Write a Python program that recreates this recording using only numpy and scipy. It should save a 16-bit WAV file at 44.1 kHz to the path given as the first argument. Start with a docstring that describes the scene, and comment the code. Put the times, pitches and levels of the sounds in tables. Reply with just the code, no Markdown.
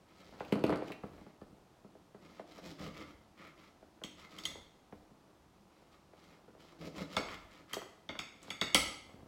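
"""Lemons are sliced on a china plate at a table in a living room, the microphone standing on the same table.
Over quiet air (coloured noise), arms shift on the table (low noise, bumps) and the first strokes scrape faintly.
From 0.4 s a knife is picked up with dull knocks and ticks (pulses, noise bursts, modes), then saws (grains of noise).
From 4 s the blade clinks on the plate (ringing modes and a ping), thumping through the table top, loudest near 8.7 s.
A ceiling echo and a tail of decaying noise let the room ring on for up to half a second after a blow."""
import sys
import numpy as np
from scipy import signal
from scipy.fft import rfft, irfft
from scipy.io import wavfile
from scipy.ndimage import uniform_filter1d

SR = 44100
rng = np.random.default_rng(int(sys.argv[2]) if len(sys.argv) > 2 else 0)


def inscribe(sig):
    """Save sig as 16-bit PCM at rate SR to the path in sys.argv[1].

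    A 1-D sig is mono; a 2-D sig holds one channel per row.
    Samples are clipped to [-1, 1] before scaling.
    """
    pcm = np.round(np.clip(np.atleast_2d(sig).T, -1, 1) * 32767)
    wavfile.write(sys.argv[1], SR, pcm.astype(np.int16))


N = 408807   # length of the scene, samples
HIT = np.arange(SR // 2) / SR   # time since a blow, s

# blade meets plate: (time [s], ring at 0.9-2.6 kHz [dB], ring at 2.6-5.5 kHz [dB], treble [dB],
# table thump [dB], share of the blade [0-1], first ping [Hz])
CLINKS = [(4.037, -54.5, -46, -52.5, -51, 0.92, 3180), (4.386, -56, -53, -54.5, -56, 0.4, 3160),
          (4.453, -46, -38.5, -43, -50.5, 0.8, 3180), (7.166, -34, -40, -40.5, -32.5, 0, 3470),
          (7.7322, -40.5, -49, -45.5, -46.5, 1, 3170), (8.09, -45.5, -47, -63, -40, 0.03, 3420),
          (8.19, -41.5, -43.5, -47, -45.5, 0, 3400), (8.5036, -42.5, -44.5, -48, -47, 0.01, 3360),
          (8.613, -34, -33.5, -41, -35.5, 0, 3520), (8.7454, -25, -26, -25.5, -28, 0.62, 3160)]
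# dull knocks of fruit, knife handle and hands on the table: (time [s], rap [dB], boom [dB], rap centre [Hz])
KNOCKS = [(0.405, -35, -43.5, 600), (.522, -23.5, -29, 300), (0.555, -33, -30, 400), (.578, -37, -54, 377),
          (.638, -22, -26.5, 330), (.694, -25.5, -55, 400), (.725, -32, -39, 840), (0.736, -43, -54, 980),
          (0.758, -44, -63, 524), (0.821, -34, -62, 500), (0.901, -39.5, -67, 385),
          (1.035, -39.5, -40, 480), (1.212, -53.5, -50, 388), (1.264, -52.5, -57, 615),
          (1.415, -48.5, -47.5, 554), (1.524, -69, -53, 417), (1.845, -54, -47, 400),
          (1.951, -51, -60, 507), (2.145, -45.5, -47.5, 400), (2.395, -40, -57, 600),
          (2.584, -48.5, -65, 460), (2.799, -53, -44, 400), (2.875, -53, -42, 348),
          (3.826, -52.5, -72, 555), (4.016, -47, -59, 430), (4.041, -65, -45.5, 350),
          (4.554, -47, -56, 507), (4.924, -47, -47, 570), (5.112, -64, -54.5, 450), (5.238, -68, -66, 600),
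          (5.82, -62, -64, 500), (6.133, -52.5, -67, 500), (6.479, -52, -54, 400), (6.549, -57, -68, 460),
          (7.167, -30, -36.5, 770), (7.766, -35, -58, 464), (7.817, -46, -64, 1020),
          (8.153, -46.5, -54, 1180), (8.48, -51, -56, 900), (9.136, -62, -51, 530),
          (9.225, -57, -49.5, 506)]


def from_db(db):
    """Decibels to gain."""
    return 10 ** (np.asarray(db) / 20)


def rms_one(x):
    """Scale to rms 1."""
    return x / np.sqrt(np.mean(x ** 2) + 1e-20)


def peak_one(x):
    """Scale so that the loudest five milliseconds have rms 1."""
    return x / np.sqrt(uniform_filter1d(x ** 2, size=220, mode="constant").max() + 1e-20)


def loudness_one(x):
    """Scale a blow so that its energy equals 15 ms at rms 1."""
    return x / np.sqrt(np.sum(x ** 2) / (.015 * SR) + 1e-20)


def at_hz(points, hz):
    """Read a table on a log-frequency axis."""
    table_hz, values = np.array(points).T
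    return np.interp(np.log(hz + 1e-3), np.log(table_hz), values)


def cut(x, hz, kind, order=2):
    """Low-, high- or band-pass filter."""
    sos = signal.butter(order, np.clip(hz, 10, .45 * SR), kind, fs=SR, output="sos")
    return signal.sosfilt(sos, x + 1e-18)


def colour(x, spectrum):
    """Give a steady sound a spectrum; rms 1."""
    size = 2 ** 19
    gain = from_db(at_hz(spectrum, np.fft.rfftfreq(size, 1 / SR)))
    return rms_one(irfft(rfft(x, size) * gain)[:N])


def drift(rate_hz):
    """Slow chance with spread 1."""
    return rms_one(cut(rng.standard_normal(N + SR), rate_hz, "low")[SR:])


def add(out, s, sound):
    """Mix a sound in at a given time."""
    at = max(round(s * SR), 0)
    out[at:at + len(sound)] += sound[:N - at]


def swell(start, length, attack_s, release_s):
    """Pressure rises, holds until the length is over, then fades."""
    t = np.arange(N) / SR - start
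    rise = np.clip(t / attack_s, 0, 1)
    fade = np.clip(1 - (t - length) / release_s, 0, 1) ** 2
    return rise * fade


def grains(per_s, spread_db):
    """Random small slips of uneven size."""
    out = np.zeros(N)
    at = np.flatnonzero(rng.random(N) < per_s / SR)
    size = np.minimum(rng.exponential(1, N)[at], 4)
    out[at] = from_db(spread_db * size) * np.sign(rng.random(N)[at] - .5)
    return out


def burst(t60):
    """The crunch of a contact: noise that dies at once."""
    return rng.standard_normal(len(HIT)) * from_db(-60 * HIT / t60)


def ring(modes, spread_db):
    """One blow: every mode dies away from a strength of its own."""
    out = np.zeros(len(HIT))
    for hz, db, t60 in modes:
        t = HIT[:int(1.2 * t60 * SR)]
        strength = from_db(db + spread_db * rng.standard_normal()) * np.sign(rng.random() - .5)
        decay = np.exp(-np.log(1000) * t / t60)
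        out[:len(t)] += strength * decay * np.sin(2 * np.pi * hz * t)
    return out


def bend(x, corner_hz, order):
    """Bending waves carry the treble first, so a blow arrives as a short falling chirp: a chain of allpasses."""
    k = np.tan(np.pi * corner_hz / SR)
    pole = (k - 1) / (k + 1)
    return signal.sosfilt(np.tile([pole, 1, 0, 1, pole, 0], (order, 1)), x + 1e-18)


def thump(centre_hz, modes_db, crunch_db):
    """A push on the table: a broad pulse, a little crunch, then the ring of the top; unit peak level."""
    # modes of the table top: (frequency [Hz], relative level [dB], t60 [s])
    table_modes = [(171, -9, 0.15), (206.7, 4, 0.06), (300, -8, 0.45), (334, -4.5, 0.073), (400, 6, 0.049),
                   (480, 1.5, 0.022), (600, -6.5, 0.04), (668, 2, 0.031)]
    click = 1. * (HIT == 0)
    push = peak_one(cut(cut(click, centre_hz * 1.126, "high", order=3), centre_hz * 0.78, "low", order=3))
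    crunch = peak_one(cut(cut(burst(0.043), centre_hz * 0.27, "high"), centre_hz * 3.05, "low", order=3))
    top = ring(table_modes, spread_db=3.0)
    top = peak_one(cut(cut(top, centre_hz * 1.19, "high"), centre_hz * 1.32, "low"))
    return peak_one(push + from_db(crunch_db) * crunch + from_db(modes_db) * top)


def room(x, wet_db, ceiling_db):
    """A ceiling echo, then a diffuse tail that dies soonest at the top of the treble."""
    # reverberation of the living room: (frequency [Hz], t60 [s])
    room_t60 = [(100, 0.77), (300, 0.56), (1000, 0.67), (2500, 0.56), (5000, 0.63), (9000, 0.4),
                (15000, 0.36)]
    t, edges = HIT, np.geomspace(40, 18000, num=10)
    tail = np.zeros(len(t))
    for low, high in zip(edges, edges[1:]):
        band = cut(rng.standard_normal(len(t)), [low, high], "band")
        tail += band * from_db(-60 * t / at_hz(room_t60, np.sqrt(low * high)))
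    onset = np.clip((t - .005) / 0.00077, 0, 1)
    tail *= onset * (1 + from_db(5) * np.exp(-t / 0.01))   # denser at first
    tail *= from_db(wet_db) / np.sqrt(np.sum(tail ** 2))
    tail[round(.0098 * SR)] += from_db(ceiling_db)
    return x + signal.fftconvolve(x, tail)[:len(x)]


def shuffle():
    """Faint uneven bumps of arms on the table, and its low sway; both grow when an arm leans or a clink jolts it."""
    # an arm leans or shifts on the table: (start [s], length [s], bumps [dB], sway [dB])
    leans = [(0.283, 0.4, -58, -67), (1.016, 0.17, -63, -63), (1.4, 0.19, -68, -68),
             (2.777, 0.41, -72, -67), (4.41, 0.21, -61.5, -64.5), (4.906, 0.09, -78.5, -65),
             (6.281, 0.59, -65, -76), (7.248, 0.21, -68, -63.5), (9.05, 0.36, -62, -64.5)]
    # low sway of the table: (frequency [Hz], relative level per Hz [dB])
    sway_spectrum = [(20, -22.5), (36, -12), (47, -4.5), (58, -11.5), (78, -4), (100, -12), (160, -40.5),
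                     (300, -49.5)]
    lean_attack_s, lean_release_s = 0.013, 0.18
    rest_bumps_db, rest_sway_db = -71, -75.5   # arms resting on the table never keep quite still
    jolt_bumps_db, jolt_sway_db, jolt_t60_s = -25.5, -21.5, 0.87   # levels relative to the clink's thump
    t = np.arange(N) / SR
    stir = np.outer(from_db([rest_bumps_db, rest_sway_db]), np.ones(N))   # rows: bumps, sway
    for s, length, *levels_db in leans:
        lean = swell(s, length, lean_attack_s, lean_release_s)
        stir = np.maximum(stir, np.outer(from_db(levels_db), lean))
    for s, _, _, _, thump_db, *_ in CLINKS:
        jolt = (t > s) * from_db(thump_db - 60 * np.abs(t - s) / jolt_t60_s)
        stir = np.maximum(stir, np.outer(from_db([jolt_bumps_db, jolt_sway_db]), jolt))
    bumps = rms_one(cut(cut(grains(per_s=300, spread_db=-1.5), 130, "high"), 610, "low"))
    bumps = bumps * from_db(0.8 * drift(9))
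    sway = colour(rng.standard_normal(N), sway_spectrum)
    return np.sum(stir * [bumps, sway], axis=0)


def sawing():
    """The edge tears cells of rind in clumps and drags over the china; coarser slips shake the table."""
    # strokes of knife and fruit:
    # (start [s], length [s], table judder [dB], scrape on china [dB], tearing rasp [dB])
    strokes = [(.05, 0.092, -73, -73.5, -76.5), (0.133, 0.39, -66.5, -71.5, -69.5),
               (0.647, 0.111, -38.5, -52, -84), (0.822, 0.089, -59, -66, -64.5),
               (1.026, 0.28, -66, -74, -78.5), (2.195, 0.21, -66, -70, -71),
               (2.455, 0.14, -63.5, -68.5, -66.5), (2.61, 0.11, -52.5, -64.5, -59),
               (2.773, 0.112, -50.5, -56.5, -57.5), (2.934, 0.091, -54, -57.5, -61),
               (3.04, 0.067, -62, -69, -67), (3.356, 0.14, -62.5, -62, -71), (3.544, 0.14, -70, -68, -72),
               (4.152, .1, -64.5, -61.5, -63), (4.282, 0.24, -62, -65, -64.5), (5.688, 0.19, -77, -81, -84),
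               (5.906, 0.043, -73, -67, -67), (6.145, .21, -67.5, -72, -74), (6.567, 0.16, -72.5, -72, -70),
               (6.78, 0.1, -50.5, -59, -58.5), (6.935, 0.09, -46.5, -56, -55),
               (7.083, 0.12, -53.5, -56.5, -56.5), (7.257, 0.087, -61, -50.5, -60),
               (7.48, 0.13, -66, -65, -69), (7.673, 0.055, -64, -59, -63.5),
               (8.397, 0.098, -63, -65.5, -65.5)]
    # spectra of table judder, scrape on china and tearing rind: (frequency [Hz], relative level per Hz [dB])
    judder_spectrum = [(40, -52), (65, 0.5), (110, -18), (160, 6.5), (195, 4.5), (245, -3), (310, 4.5),
                       (420, -4), (600, -1.5), (800, -12.5), (1200, -23), (2000, -57)]
    scrape_spectrum = [(500, -32), (900, -3.5), (1270, 9.5), (1550, -5.5), (2100, 4.5), (2750, -7.5),
                       (3250, -4), (3700, -15), (5000, -39.5)]
    rasp_spectrum = [(1200, -4.5), (2400, -2.5), (3200, 0.5), (3900, -1.5), (4900, -1.5), (6400, -9.5),
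                     (7700, -11.5), (8500, -18), (15000, -20.5)]
    attack_s, release_s = 0.041, 0.017   # the edge bites, holds its pressure and lets go
    effort = np.zeros((3, N))   # rows: judder, scrape, tearing
    for s, length, *levels_db in strokes:
        effort += np.outer(from_db(levels_db), swell(s, length, attack_s, release_s))
    judder = colour(grains(per_s=770, spread_db=2.0), judder_spectrum)
    scrape = colour(grains(per_s=400, spread_db=2.5), scrape_spectrum)
    tearing = colour(grains(per_s=1000, spread_db=3.), rasp_spectrum)
    clumps = from_db(2 * drift(48))
    return np.sum(effort * [judder, scrape, tearing], axis=0) * clumps


def ticks():
    """Tiny hard contacts too light to set the plate ringing: a short band of noise and a faint crack."""
    # small sharp ticks of the knife and of snapping rind: (time [s], level [dB], centre [Hz])
    tick_events = [(.3983, -56.5, 2570), (.449, -55, 2500), (.5232, -38, 2180), (.6388, -40, 2250),
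                   (.8802, -54, 2480), (.9192, -45.5, 2116), (2.799, -59, 2120), (3.3877, -66, 2030),
                   (3.473, -56.5, 1880), (3.663, -71, 2120), (4.437, -48.5, 3270), (7.7416, -41.5, 4400),
                   (8.4294, -57.5, 6700)]
    out = np.zeros(N)
    for s, db, hz in tick_events:
        tick = peak_one(cut(burst(.03), [hz * .85, hz * 1.4], "band"))
        crack = peak_one(cut(burst(0.02), hz, "high"))
        add(out, s, from_db(db) * (tick + from_db(-13.5) * crack))
    return out


def knocks():
    """Soft things set down on the table: a woody rap over a low boom."""
    out = np.zeros(N)
    for s, rap_db, boom_db, hz in KNOCKS:
        rap = from_db(rap_db) * thump(hz, modes_db=-6, crunch_db=-11.5)
        boom = from_db(boom_db) * thump(centre_hz=212, modes_db=-13.0, crunch_db=-12.0)
        add(out, s, rap + boom)
    return bend(out, corner_hz=680.0, order=11)


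def rattle():
    """Each knock sets the knife and loose fruit chattering in small uneven contacts."""
    # colour of the chatter: (frequency [Hz], relative level per Hz [dB])
    rattle_spectrum = [(500, -12), (1200, 14), (1900, -6.5), (2600, -10), (3500, -12), (4400, 1),
                       (6000, -15.5), (9500, -14.5), (15000, -28)]
    rattle_db, rattle_t60_s = -26.5, 0.26   # level relative to the knock's rap
    shaken = np.zeros(N)
    for s, rap_db, *_ in KNOCKS:
        add(shaken, s, from_db(rap_db + rattle_db - 60 * HIT / rattle_t60_s))
    contacts = grains(per_s=150, spread_db=3.5)
    return shaken * colour(contacts, rattle_spectrum)


def clinks():
    """Steel on china: both ring, and the place and hardness of the touch set the colour."""
    # modes of the plate, then of the knife blade: (frequency [Hz], relative level [dB], t60 [s])
    plate_modes = [(1223, 1.5, .15), (1328, 4.5, .13), (2062, 2, 0.11), (2160, 8.5, 0.12), (2256, 2.5, .1),
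                   (2622, -5, 0.076), (2830, 4, .08), (3500, 17.5, 0.077), (3790, 8, 0.14), (4540, 8, 0.11),
                   (4960, 4, 0.021), (5520, 4, 0.017), (6594, 4.5, .13), (7720, -3, .11), (9200, -10.5, .2),
                   (10600, -10, .07), (12300, -10.5, .08)]
    blade_modes = [(1275, 3, 0.087), (2013, 10, .075), (3210, 11.5, .06), (3363, 6.5, 0.067),
                   (3690, 0, .07), (4300, 5, 0.064), (5760, -3.5, .08), (6280, -2.5, .1), (6630, -0.5, .07),
                   (7440, -1.5, .07), (7860, 3, .09), (9200, -9.5, 0.084), (9700, -4.5, .06),
                   (11050, -6.5, .06)]
    ping_t60_s, ping_over_ring_db = 0.0093, 6
    out = np.zeros(N)
    for s, ring_db, upper_db, treble_db, thump_db, share, ping_hz in CLINKS:
        share = np.clip(share, .03, 1)   # a little of the blade is always heard
        plate, blade = ring(plate_modes, spread_db=2.), ring(blade_modes, spread_db=2.)
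        blade += from_db(6) * burst(0.0092)   # the thin edge also crackles
        rings = np.sqrt(1 - share) * plate + np.sqrt(share) * blade
        rings *= 1 + from_db(18) * from_db(-60 * HIT / 0.021)   # the hand soon damps the first swing
        hit = room(rings, wet_db=-1.0, ceiling_db=-20.0)
        clink = from_db(ring_db) * loudness_one(cut(hit, [900, 2600], "band", order=4))
        clink += from_db(upper_db) * loudness_one(cut(hit, [2600, 5500], "band", order=4))
        clink += from_db(treble_db) * loudness_one(cut(hit, 5500, "high", order=4))
        # a short first ping reaches the microphone through the table, untouched by the room
        ping = HIT * from_db(-60 * HIT / ping_t60_s) * np.sin(2 * np.pi * ping_hz * HIT)
        ping = from_db(upper_db + ping_over_ring_db) * peak_one(ping)
        add(out, s, ping + bend(clink, corner_hz=2500, order=36))
    return out


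def plate_thumps():
    """Each clink also presses the plate into the table top."""
    out = np.zeros(N)
    for s, _, _, _, thump_db, *_ in CLINKS:
        rap = thump(centre_hz=694, modes_db=-10, crunch_db=-3.5)
        boom = from_db(-2) * thump(centre_hz=243, modes_db=-4.5, crunch_db=-3)
        add(out, s, from_db(thump_db) * bend(rap + boom, corner_hz=2500, order=36))
    return out


def scene():
    """Knife, plate and table in the room, over quiet air."""
    # quiet room: (frequency [Hz], relative level per Hz [dB])
    air_spectrum = [(20, -26), (45, -26), (100, -14.5), (190, -6), (260, -12.5), (335, -8), (430, -18.5),
                    (750, -14.5), (1300, -19.5), (1600, -25.5), (3500, -28.5), (5500, -31), (16000, -44.5)]
    air_db = -66.5
    through_air = clinks() + room(sawing() + plate_thumps(), wet_db=-3.5, ceiling_db=-13.5)
    through_table = room(knocks() + ticks() + rattle(), wet_db=-6.0, ceiling_db=-18) + shuffle()
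    air = from_db(air_db) * colour(rng.standard_normal(N), air_spectrum)
    return (through_air + through_table + air)[None]


def record(dry):
    """The top of the treble is cut steeply."""
    cutoff_hz = 15900
    return signal.sosfilt(signal.ellip(10, .1, 80, cutoff_hz, fs=SR, output="sos"), dry)


dry = scene()
out = record(dry)
inscribe(out)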